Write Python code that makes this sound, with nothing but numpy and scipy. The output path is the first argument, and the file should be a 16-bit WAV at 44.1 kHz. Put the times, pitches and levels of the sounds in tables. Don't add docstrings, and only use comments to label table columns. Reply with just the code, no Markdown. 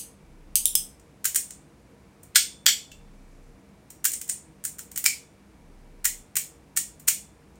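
import sys
import numpy as np
from scipy import signal
from scipy.fft import rfft, irfft
from scipy.io import wavfile
from scipy.ndimage import uniform_filter1d, minimum_filter1d

SR = 44100
rng = np.random.default_rng(int(sys.argv[2]) if len(sys.argv) > 2 else 0)


def wav_record(signal):
    frames = np.transpose(np.atleast_2d(signal))
    bounded = np.clip(frames, -1, 1)
    quanta = np.round(bounded * 32767).astype(np.int16)
    wavfile.write(sys.argv[1], SR, quanta)


N = 334719
SIZE = 4096
HZ = np.fft.rfftfreq(SIZE, 1 / SR)

KNOCK_WIDTH_HZ, SCRAPE_DB = 280, -20


def rocker(start_s):
    # (time [s], level [dB], chatter [s], scrape before the snap [s],
    # grip [0 loose to 1 tight], brightness [dB], low knock [Hz], low knock [dB])
    snaps = [(1.254, 10.5, .0065, .009, .1, 1, 1540, 7), (1.359, 12.5, .005, .012, .6, -1.5, 1780, 7.5),
             (2.917, -21, .004, .001, 0, -17, 2720, 24), (4.053, 13, .005, .0085, .1, .5, 1600, 7.5),
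             (4.2967, 7, .0025, .004, .85, -8, 1950, 6), (4.652, 3.5, .003, .012, .7, -.5, 1600, 11),
             (4.793, -5, .0012, .007, .2, -1, 1400, 10), (6.054, 12.5, .0045, .0075, .1, .5, 2000, 8.5),
             (6.368, 10.5, .0045, .012, .1, .5, 2350, 6), (6.773, 12, .004, .006, .3, -2.5, 1750, 6),
             (7.0835, 16.5, .0045, .004, .15, -1.5, 2400, 4.5)]
    slam = (5.0617, 13.5, .0021, .005, 0, -1, 2300, 8)
    # (centre [Hz], half width [Hz], lift [dB])
    frame = [(2354, 200, 10.5), (4900, 650, 10)]
    # (time [s], level [dB], chatter [s], grip [0-1], brightness [dB])
    ticks = [(.998, -26, .003, 0, -8), (1.508, -6.5, .002, .55, -11), (2.233, -21, .0055, .75, 2.5),
             (3.904, -14, .006, .3, 1), (4.118, -2, .004, .8, -1), (4.1353, 3, .0075, .8, -4),
             (4.215, -3, .0035, .3, -1.5), (4.279, -15.5, .0048, .3, 2), (4.917, -12.5, .003, .3, 0),
             (4.961, -.5, .003, .35, -5), (4.977, 1, .0015, 0, 5.5), (4.983, -6, .001, .2, 5),
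             (5.043, 2.5, .0016, .15, 5), (6.998, -19, .007, .4, 2), (7.557, -33, .003, 0, -7)]
    # (pitch [Hz], level [dB], t60 [s])
    ping = (5699, -62, 0.49)
    ping_s = 3.906
    tick_travel_s = .003
    tick_knock_hz, tick_knock_db = 2150, 4

    out = np.zeros(N + SR)
    for row in snaps:
        s, sound = snap(*row)
        add(out, start_s + s, sound)

    frame_db = sum(bump(*mode) for mode in frame)
    s, sound = snap(*slam, frame_db)
    add(out, start_s + s, sound)

    for s, db, chatter_s, grip, bright_db in ticks:
        level_db = db + bump(tick_knock_hz, KNOCK_WIDTH_HZ, tick_knock_db)
        colour = held(grip, bright_db) * gain_of(level_db)
        tick = strike(catch(chatter_s, tick_travel_s, SCRAPE_DB), colour)
        add(out, start_s + s - tick_travel_s, room(tick, wet_db=0.8))
        add(out, start_s + s, ring(colour))

    add(out, start_s + ping_s, tone(*ping))
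    return out


def snap(s, db, chatter_s, travel_s, grip, bright_db, knock_hz, knock_db, frame_db=0):
    lead_s, shortest_rustle_s = .012, .001
    rustle_s = max(lead_s - travel_s, shortest_rustle_s)

    level_db = db + bump(knock_hz, KNOCK_WIDTH_HZ, knock_db) + frame_db
    colour = held(grip, bright_db) * gain_of(level_db)

    rustle = catch(chatter_s=.0013, scrape_s=rustle_s, scrape_db=-50, swell_s=.25 * rustle_s)
    force = gain_of(-10.5) * rustle
    add(force, rustle_s, catch(chatter_s, travel_s, SCRAPE_DB))

    out = np.zeros(SR)
    add(out, 0, room(strike(force, colour), wet_db=1.0))
    add(out, rustle_s + travel_s, ring(colour))
    return s - travel_s - rustle_s, out


def held(grip, bright_db):
    # (centre [Hz], half width [Hz], level [dB])
    shell = [(1577, 350, -5.5), (1905, 359.0, -6.0), (2440, 354.0, -12.5), (3030, 400, -9.0),
             (4260, 570, -11), (5360, 370, -11), (5800, 566.0, -8), (7091.0, 642.0, 1.5), (8040, 940, 0.5),
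             (8983, 640, 1.0), (10340, 610, -4), (11526.0, 570, -10.5), (13770, 994.0, 0.5),
             (15200, 760, -1.5)]
    # (frequency [Hz], gain [dB])
    loose = [(1100, 1.5), (1700, -2), (3500, 2), (5250, 3), (8100, 0)]
    tight = [(1700, -12), (3500, -5), (5250, -1), (8100, 0)]

    damping = (1 - grip) * read(loose, HZ) + grip * read(tight, HZ)
    treble = np.interp(HZ, [8130, 12000], [0, bright_db])
    lever = bump(hz=8930, width_hz=380, db=grip ** 2 * 11)
    return body(shell, tick_db=-45, low_hz=695) * gain_of(damping + treble + lever)


def arm(start_s):
    # (time [s], level [dB], chatter [s],
    # scrape before it [s], scrape level [dB], position [0 open or 1 shut])
    swings = [(2.3582, 22.5, 0.0086, 0.01, -29.5, 0), (2.665, 19, 0.0017, 0.0055, -23, 1),
              (2.6805, 14.5, 0.016, .002, -9.5, 1), (2.917, -19, .004, .001, -20, 1)]
    # (centre [Hz], half width [Hz], level [dB])
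    arm_open = [(1550, 150, 1.5), (2100, 400, -5), (3300, 500, -2.5), (4340, 450, -2), (5220, 400, -1),
                (6150, 400, -4), (7050, 400, 1), (8500, 450, 2.5), (10300, 900, -12), (13200, 300, -6),
                (14200, 500, -5.5), (15300, 400, -10)]
    arm_shut = [(1650, 300, -1.5), (2200, 310, -3), (3270, 300, 4.5), (4500, 350, 2), (5680, 600, 0),
                (7030, 240, 4.5), (7696, 300, 3.5), (8530, 540, -5), (11000, 1200, -11),
                (14000, 1200, -5.5)]

    out = np.zeros(N + SR)
    for s, db, chatter_s, scrape_s, scrape_db, shut in swings:
        modes = arm_shut if shut > .5 else arm_open
        colour = gain_of(db) * body(modes, tick_db=-30, low_hz=600)
        clack = strike(catch(chatter_s, scrape_s, scrape_db), colour)
        add(out, start_s + s - scrape_s, room(clack, wet_db=2.2))
        add(out, start_s + s, ring(colour))
    return out


def slider(start_s):
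    # (time [s], level [dB], chatter [s], stop that the plates land in [0-2])
    slides = [(-.062, 19, 0.0015, 0), (.556, 21, 0.0007, 0), (0.6556, 20, 0.0014, 1),
              (.753, 25.5, 0.0027, 2)]
    # (centre [Hz], half width [Hz], level [dB])
    first_stop = [(3020, 420, -12.5), (4680, 830, -11.5), (6380, 430, -3.5), (8520, 643.0, 1),
                  (9904.0, 452.0, -2), (10965.0, 340, -4.5), (13570, 780, -2), (15300, 557.0, -13)]
    second_stop = [(3530, 390, -8.5), (5702.0, 622.0, -12), (7548.0, 360, -3), (9300, 382.0, 1.5),
                   (11000, 360, -1.5), (13100, 285.0, -4.5), (14570, 533.0, -7.5), (15544.0, 340.0, -10.0)]
    third_stop = [(3280, 350, -15), (5200, 150, -8), (6200, 380, -12), (8320, 590, -5), (10520, 340, -8),
                  (12180.0, 1500, -14.5), (14100, 350, -8.5), (15130, 716.0, -11.5)]

    out, t = np.zeros(N + SR), np.arange(SIZE) / SR
    for s, db, chatter_s, stop in slides:
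        modes = (first_stop, second_stop, third_stop)[int(stop)]
        main_burst = np.exp(-(t / chatter_s) ** 2)
        faint_tail = 0.081 * np.exp(-t / 0.0048)
        force = chatter(main_burst + faint_tail)
        click = gain_of(db) * strike(force, body(modes, tick_db=-34.5, low_hz=904))
        add(out, start_s + s, room(click, wet_db=0))
    return out


def catch(chatter_s, scrape_s, scrape_db, swell_s=.0011):
    after = np.arange(SIZE) / SR - scrape_s
    scrape = np.maximum(gain_of(scrape_db), np.exp(-abs(after) / swell_s))
    rest = np.exp(-(abs(after) / chatter_s) ** 2.4)
    return chatter(np.where(after < 0, scrape, rest))


def chatter(envelope):
    force = rng.standard_normal(SIZE) * envelope
    for _ in range(2):
        z = rfft(force)
        local_power = uniform_filter1d(abs(z) ** 2, size=37)
        force = irfft(z / np.sqrt(local_power + 1e-12))
        force = force * np.minimum(100 * envelope, 1)
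    return force / np.linalg.norm(force)


def strike(force, gain):
    log_gain = np.log(np.maximum(gain, gain.max() * 1e-4))
    circle = np.r_[log_gain, log_gain[-2:0:-1]]
    spectrum = np.exp(np.conj(signal.hilbert(circle)))
    response = np.fft.ifft(spectrum).real[:SIZE // 2]
    return signal.fftconvolve(force, response)


def body(modes, tick_db, low_hz):
    power = sum(gain_of(db) ** 2 / (1 + ((HZ - hz) / width) ** 2) ** 2 for hz, width, db in modes)
    bass_loss = HZ ** 2 / (HZ ** 2 + low_hz ** 2)
    return np.sqrt(power + gain_of(tick_db) ** 2) * bass_loss


def bump(hz, width_hz, db):
    return db / (1 + ((HZ - hz) / width_hz) ** 2)


def ring(colour):
    # (pitch [Hz], level against the blow [dB], t60 [s])
    parts = [(1514, -63, .1), (2250, -67.5, .25), (3310, -61, .35), (3457, -57, .5), (3504, -57, 0.61),
             (4350, -70.5, .45), (5701, -78, 0.86), (7100, -72, 0.56), (8300, -59.5, .2), (8629, -72.5, .8),
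             (9179, -66, .2)]
    return sum(np.interp(hz, HZ, colour) * tone(hz, db, t60) for hz, db, t60 in parts)


def tone(hz, db, t60):
    t = np.arange(SR) / SR
    return gain_of(db - 60 * t / t60) * np.sin(2 * np.pi * hz * t)


def room(x, wet_db):
    # (nominal delay [s], level [dB])
    echoes = [(.0021, -13), (.0064, -13.5), (.0076, -14.5), (0.0143, -20.5), (0.0152, -20), (.0192, -22),
              (.029, -20)]
    # (frequency [Hz], level [dB])
    tail = [(700, -7), (1500, -13), (2200, -0.5), (4000, -2), (8000, -1.5), (15000, -4)]
    # (frequency [Hz], t60 [s])
    tail_t60 = [(700, 0.19), (2500, 0.28), (5000, .29), (8000, .28), (11000, 0.27), (15000, .21)]

    t = np.arange(SR // 3) / SR
    hz, when, z = signal.stft(rng.standard_normal(len(t)), SR, nperseg=256)
    t60 = read(tail_t60, hz)[:, None]
    energy_one = np.sqrt(2 * np.log(1000) / (t60 * SR))
    tail_db = wet_db + read(tail, hz)[:, None] - 60 * when / t60
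    z = z * energy_one * gain_of(tail_db)
    build_up = 1 - np.exp(-t / 0.0024)
    response = signal.istft(z, SR, nperseg=256)[1][:len(t)] * build_up
    response[0] = 1
    for delay_s, db in echoes:
        add(response, delay_s * rng.uniform(0.91, 1.04), gain_of([db]))
    return signal.fftconvolve(x, response)


def fingers(centre_hz=6800, width_hz=2600):
    # (start [s], rise [s], hold [s], fall [s])
    rub = (2.85, .45, .08, .25)
    rub_db = -73.5
    grain_db = 2.5 * noise(lambda f: 1 / (1 + (f / 60) ** 2))
    band = noise(lambda f: 1 / (1 + ((f - centre_hz) / width_hz) ** 2))
    hiss = evened(gain_of(grain_db) * band)
    return hiss * gain_of(rub_db) * swell(np.arange(N) / SR, *rub)


def background():
    # (frequency [Hz], relative density [dB per Hz])
    air_colour = [(25, -23), (45, -0.5), (65, 4), (100, 0), (250, -1.5), (400, -6), (630, -9),
                  (1000, -13.5), (1600, -17.5), (2400, -19), (3200, -25), (9500, -28.5), (12000, -34.5),
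                  (16000, -38)]
    # (pitch [Hz], level [dB])
    hum_tones = [(59, -66), (150.7, -64), (199.2, -63.5), (269.2, -69), (320, -69.5), (468.3, -69),
                 (958.2, -78.5), (2293, -81)]
    # (start in its cycle [s], rise [s], hold [s], fall [s])
    throb_course = (.19, .18, .45, .09)
    air_db, throb_db = -56, -50.5
    throb_hz, throb_every_s = 31.2, 2.68

    air = gain_of(air_db) * noise(lambda f: gain_of(read(air_colour, f)))

    hum = np.zeros(N)
    for hz, db in hum_tones:
        hum += gain_of(db) * noise(lambda f: 1 / (1 + ((f - hz) / 4.1) ** 2))

    cycle = np.arange(N) / SR % throb_every_s
    deep_tone = evened(np.sin(2 * np.pi * throb_hz * cycle))
    throb = gain_of(throb_db) * swell(cycle, *throb_course) * deep_tone
    return air + hum + throb


def noise(shape):
    spectrum = rfft(rng.standard_normal(N)) * shape(np.fft.rfftfreq(N, 1 / SR))
    return evened(irfft(spectrum, N))


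def swell(t, start_s, rise_s, hold_s, fall_s):
    return np.interp(t, np.cumsum([start_s, rise_s, hold_s, fall_s]), [0, 1, 1, 0])


def gain_of(db):
    return 10 ** (np.asarray(db) / 20)


def evened(x):
    return x / np.sqrt(np.mean(x ** 2) + 1e-20)


def read(points, hz):
    f, value = np.transpose(points)
    return np.interp(np.log(hz + 1), np.log(f + 1), value)


def add(mix, s, sound):
    part = mix[max(round(s * SR), 0):][:len(sound)]
    part += sound[:len(part)]


def scene():
    start_s = .5
    toys = rocker(start_s) + arm(start_s) + slider(start_s)
    toys = toys[round(start_s * SR):][:N]
    return (toys + fingers() + background())[None]


def record(dry):
    needed_gain = 1 / np.maximum(abs(dry), 1)
    gain = uniform_filter1d(minimum_filter1d(needed_gain, size=45), size=45)
    low_pass = signal.firwin(511, 16000, window=("kaiser", 9), fs=SR)
    return signal.oaconvolve(dry * gain, low_pass[None], "same")


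dry = scene()
out = record(dry)
wav_record(out)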